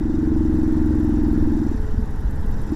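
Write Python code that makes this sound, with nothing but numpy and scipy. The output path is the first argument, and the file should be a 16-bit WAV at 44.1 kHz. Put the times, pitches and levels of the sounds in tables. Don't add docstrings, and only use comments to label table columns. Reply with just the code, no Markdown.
import sys
import numpy as np
from scipy import signal
from scipy.io import wavfile
from scipy.ndimage import uniform_filter1d

SR = 44100
rng = np.random.default_rng(int(sys.argv[2]) if len(sys.argv) > 2 else 0)


def how_loud(loudness_db):
    steps = np.asarray(loudness_db, float) / 20
    return 10 ** steps


def generate_wav(signal):
    frames = np.transpose(np.atleast_2d(signal))
    scaled = np.clip(frames, -1, 1) * 32767
    pcm = np.round(scaled).astype(np.int16)
    wavfile.write(sys.argv[1], SR, pcm)


N = 121275

# (frequency [Hz], level [dB])
WIND_SPECTRUM = [(3, -20), (6, 2.5), (25, -4), (42, -6.5), (65, -17), (100, -15), (200, -23), (400, -38.5)]
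# (time [s], level [dB])
GUST_LEVEL = [(0.0, -24), (0.27, -30.5), (0.72, -24.5), (0.79, -27.5), (0.92, -22.5), (1.06, -26.5),
              (1.16, -25), (1.37, -20.5), (1.45, -22.5), (1.62, -25.5), (1.64, -42.5), (1.69, -26),
              (2.48, -25.5), (2.54, -25), (2.59, -22), (2.75, -33.5)]
# (time [s], peak level [dB], frequency [Hz], width [s])
WIND_BUFFETS = [
    (.03, -18, 60.3, 0.0077),
    (.55, -22, 45, 0.011),
    (0.712, -9, 44.5, 0.0063),
    (1.755, -18.5, 40, 0.0058),
    (1.938, -17, 50, 0.0026),
    (2.03, -11, 47, 0.0087),
    (2.272, -11, 46, .012),
    (2.328, -18, 46, 0.0062),
    (2.478, -10.5, 29.7, 0.0057),
]
# (frequency [Hz], level [dB])
ROAR_SPECTRUM = [(150, -41.5), (250, -12.5), (380, -7.5), (620, -19), (870, -13.5), (1230, -22.5),
                 (1480, -19), (1950, -23.5), (2200, -39)]
# (time [s], level [dB])
ROAD_LEVEL = [(0, -2.5), (.6, 0), (1.5, 0), (2.1, -2), (2.75, -0.5)]
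# (frequency [Hz], width [Hz], level [dB])
ROAR_HOLLOWS = [(892.4, 44, -56), (1522, 130, -65), (207, 35, -37.5), (503, 60, -55.5)]
# (frequency [Hz], level [dB])
ROAD_HISS_SPECTRUM = [(1260, -27), (2150, -0.5), (2970, -3), (3840, -2.5), (4170, -5.5), (5800, -5),
                      (8920, -15), (11900, -12), (15500, -25)]
# (time [s], level [dB])
HUM_LEVEL = [(0, -48), (.2, -42.5), (.7, -48.5), (1.1, -51.5), (1.5, -46), (1.75, -47), (1.9, -41.5),
             (2.08, -50.5), (2.35, -48), (2.5, -45.5), (2.75, -45)]
# (time [s], level [dB], frequency [Hz], width [s])
STONE_TICKS = [
    (1.4545, -29, 800, .0006),
    (1.682, -51, 5800, .002),
    (1.883, -32, 600, .001),
    (2.63, -30, 400, .0015),
]
# (frequency [Hz], width [Hz], level [dB])
CASE_MODES = [(5640, 120, -1.5), (5890, 120, -2.5), (5020, 140, -2), (3735, 210, -2), (7270, 800, -0.5),
              (4430, 160, -5), (2600, 300, -6)]
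# (time [s], level [dB])
RATTLE_LEVEL = [(0, -62.5), (.8, -61.5), (1.4, -62.5), (1.68, -58.5), (1.9, -63), (2.3, -69), (2.75, -57.5)]
# (frequency [Hz], level [dB])
VALVE_SPECTRUM = [(3710, -40), (6300, -20), (7140, -3), (7900, -7), (9050, -9.5), (10600, -1),
                  (14500, -9.5), (15500, -19.5)]
# (time [s], level [dB])
VALVE_LEVEL = [(0, -74.5), (.5, -63.5), (.9, -61), (1.3, -60), (1.9, -63.5), (2.2, -60), (2.45, -57.5),
               (2.75, -60)]
# (place [cycles from firing], level [dB], rise [s], decay [s])
VALVE_PUFFS = [
    (-.075, 0, .0015, .0065),
    (-.33, -6, .004, .008),
]
# (time [s], unevenness [dB])
PUFF_UNEVENNESS = [(0, -1), (1.4, 0.8), (1.8, -0.5), (2.3, 2), (2.45, 0), (2.75, 2)]
# (time [s], firing level [dB], thump level [dB], gulp snap level [dB])
THROTTLE_LEVELS = [(0, -1.5, -4, -6), (.3, 2, 0.5, -1), (1.0, 1.1, 1, 1.6), (1.6, 0.5, 0.5, 4),
                   (1.668, 1.5, -3.5, -0.5), (1.682, -16, 3, 6), (1.718, -1, -3, -17),
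                   (1.735, -22, -7, -0.5), (1.8, -28, -1, -7.5), (2.0, -30, -6, -10),
                   (2.06, -28, -6, -13.5), (2.4, -26, 0, -11.5), (2.46, -33, -9, -8.5),
                   (2.69, -17, -6.5, -22), (2.71, 5, -0.5, 0), (2.75, -6.5, 18, -1)]
# (time [s], level [dB], frequency [Hz], width [s])
EXHAUST_POPS = [
    (.553, -19, 190, .009),
    (1.946, -26, 250, .003),
    (1.982, -11, 60, .004),
    (1.9955, -19, 215, .006),
    (2.335, -28, 230, .008),
]
# (frequency [Hz], level [dB], decay t60 [s], start from firing [s], rise [s])
EXHAUST_MODES = [
    (310, -10.2, .11, -.0008, .003),
    (225, -7.4, .05, -.0068, .012),
    (153, -8.3, .01, -.0017, .0006),
]


def evened(x):
    return x / np.sqrt(np.mean(x ** 2) + 1e-20)


def along(points, col=1):
    columns = np.transpose(points)
    return np.interp(np.arange(N) / SR, columns[0], columns[col])


def noise(spectrum, patchy_db, size=512):
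    hop = size // 4
    bins_hz = np.fft.rfftfreq(size, 1 / SR)
    hz, db = np.transpose(spectrum)
    shape = np.interp(np.log(bins_hz + 1), np.log(hz + 1), db, left=-80, right=-80)
    real, imag, patches = rng.standard_normal((N // hop + 6, len(bins_hz), 3)).T
    patches = uniform_filter1d(patches, size=5, axis=0)
    patches = evened(uniform_filter1d(patches, size=12, axis=1))
    frames = (real + 1j * imag) * how_loud(shape[:, None] + patchy_db * patches)
    return evened(signal.istft(frames, nperseg=size, noverlap=size - hop)[1][:N])


def resonate(x, hz, width_hz):
    turn = np.exp(2j * np.pi * hz * np.arange(len(x)) / SR)
    r = np.exp(-np.pi * width_hz / SR)
    return 2 * (turn * signal.lfilter([1 - r], [1, -r], x / turn)).real


def burst(clicks, hz, width_s):
    t = np.arange(-3000, 3001) / SR
    pulse = np.cos(2 * np.pi * hz * t) * np.exp(-(t / width_s) ** 2 / 2)
    return -signal.oaconvolve(clicks, pulse, "same")


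def single_bursts(events):
    out = np.zeros(N)
    for s, db, hz, width_s in events:
        click = 1. * (np.arange(N) == round(s * SR))
        out = out + how_loud(db) * burst(click, hz, width_s)
    return out


def cycles():
    t = np.arange(N) / SR
    cycles_per_s, sag, sag_ease, first_fire = 22.975, 1.5214, .05087, .2391
    return cycles_per_s * t - sag * t ** 2 / 2 + sag_ease * t ** 3 / 3 - first_fire


def beats(place, scatter_db):
    turn = np.floor(cycles() - place)
    size = how_loud(scatter_db * rng.standard_normal(80))
    return np.diff(turn, prepend=turn[0]) * size[turn.astype(int) + 2]


def wind():
    rumble = how_loud(along(GUST_LEVEL) + 4.0) * noise(WIND_SPECTRUM, patchy_db=0.5, size=8192)
    return rumble - single_bursts(WIND_BUFFETS)


def road():
    throb_db = 0.84 * np.cos(2 * np.pi * (cycles() + 0.48))
    roar = how_loud(-40 + throb_db) * noise(ROAR_SPECTRUM, patchy_db=0.5, size=1024)
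    for hz, width_hz, db in ROAR_HOLLOWS:
        narrow = resonate(rng.standard_normal(N), hz, width_hz)
        roar = roar + how_loud(db) * evened(resonate(narrow, hz, 3 * width_hz))
    hiss = how_loud(-57) * noise(ROAD_HISS_SPECTRUM, patchy_db=1.94)
    return how_loud(along(ROAD_LEVEL)) * (roar + hiss)


def hum():
    hum_hz, width_hz, blur_level = 432, 9.1, 0.58
    tone = np.sin(2 * np.pi * hum_hz * np.arange(N) / SR)
    narrow = resonate(rng.standard_normal(N), hum_hz, width_hz)
    blur = evened(resonate(narrow, hum_hz, 3 * width_hz))
    return how_loud(along(HUM_LEVEL)) * evened(tone + blur_level * blur)


def stones():
    return single_bursts(STONE_TICKS)


def rattle():
    busiest_place, ticks_per_s = 0.27, 660
    busy = 1 + 0.75 * np.cos(2 * np.pi * (cycles() - busiest_place))
    struck = rng.random(N) < busy * ticks_per_s / SR
    size = how_loud(4.3 * np.minimum(rng.exponential(1, N), 3))
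    ticks = struck * size * rng.choice([-1, 1], N)
    ring = np.zeros(N)
    for hz, width_hz, db in CASE_MODES:
        mode = resonate(resonate(ticks, hz, width_hz), hz, width_hz)
        ring = ring + how_loud(db) * evened(mode)
    return how_loud(along(RATTLE_LEVEL)) * evened(ring)


def valves():
    t = np.arange(3000) / SR
    alternation = 2 * (np.round(cycles()) % 2) - 1.5
    uneven = how_loud(along(PUFF_UNEVENNESS) * alternation)
    gate = np.zeros(N)
    for place, db, rise_s, decay_s in VALVE_PUFFS:
        puff = np.minimum(t / rise_s, 1) * np.exp(-t / decay_s)
        clicks = beats(place, scatter_db=.8) * uneven
        gate = gate + how_loud(db) * signal.oaconvolve(clicks, puff)[:N]
    hiss = noise(VALVE_SPECTRUM, patchy_db=1.1, size=256)
    return how_loud(along(VALVE_LEVEL)) * 2 * gate * hiss


def pumping():
    thumps = beats(-.28, scatter_db=.8) * how_loud(along(THROTTLE_LEVELS, col=2))
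    snaps = beats(-.298, scatter_db=.8) * how_loud(along(THROTTLE_LEVELS, col=3))
    thump = how_loud(-18) * burst(thumps, hz=72, width_s=.009)
    snap = how_loud(-15) * burst(snaps, hz=245, width_s=.0028)
    return thump + snap + single_bursts(EXHAUST_POPS)


def firing():
    shut_s, shut_fade_s = .05, .021
    lead = 1000
    t = np.arange(-lead, 3000) / SR
    ring = np.zeros(len(t))
    for hz, db, t60, start, rise in EXHAUST_MODES:
        u = np.maximum(t - start, 0)
        decay = how_loud(db - 60 * u / t60)
        ring = ring - decay * np.sin(2 * np.pi * hz * u) * (1 - np.exp(-u / rise))
    ring = ring * np.clip((shut_s - t) / shut_fade_s, 0, 1)
    clicks = np.r_[beats(0, scatter_db=.35), np.zeros(lead)]
    exhaust = signal.oaconvolve(clicks, ring)[lead:N + lead]
    return how_loud(along(THROTTLE_LEVELS)) * exhaust


def scene():
    background = wind() + road() + hum() + stones()
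    engine = rattle() + valves() + pumping() + firing()
    return (background + engine)[None]


def roll_off(x):
    return signal.sosfilt(signal.butter(12, 15680, fs=SR, output="sos"), x)


def record(dry):
    mix = 0.85 * np.tanh(dry / 0.89)
    return roll_off(mix)


dry = scene()
out = record(dry)
generate_wav(out)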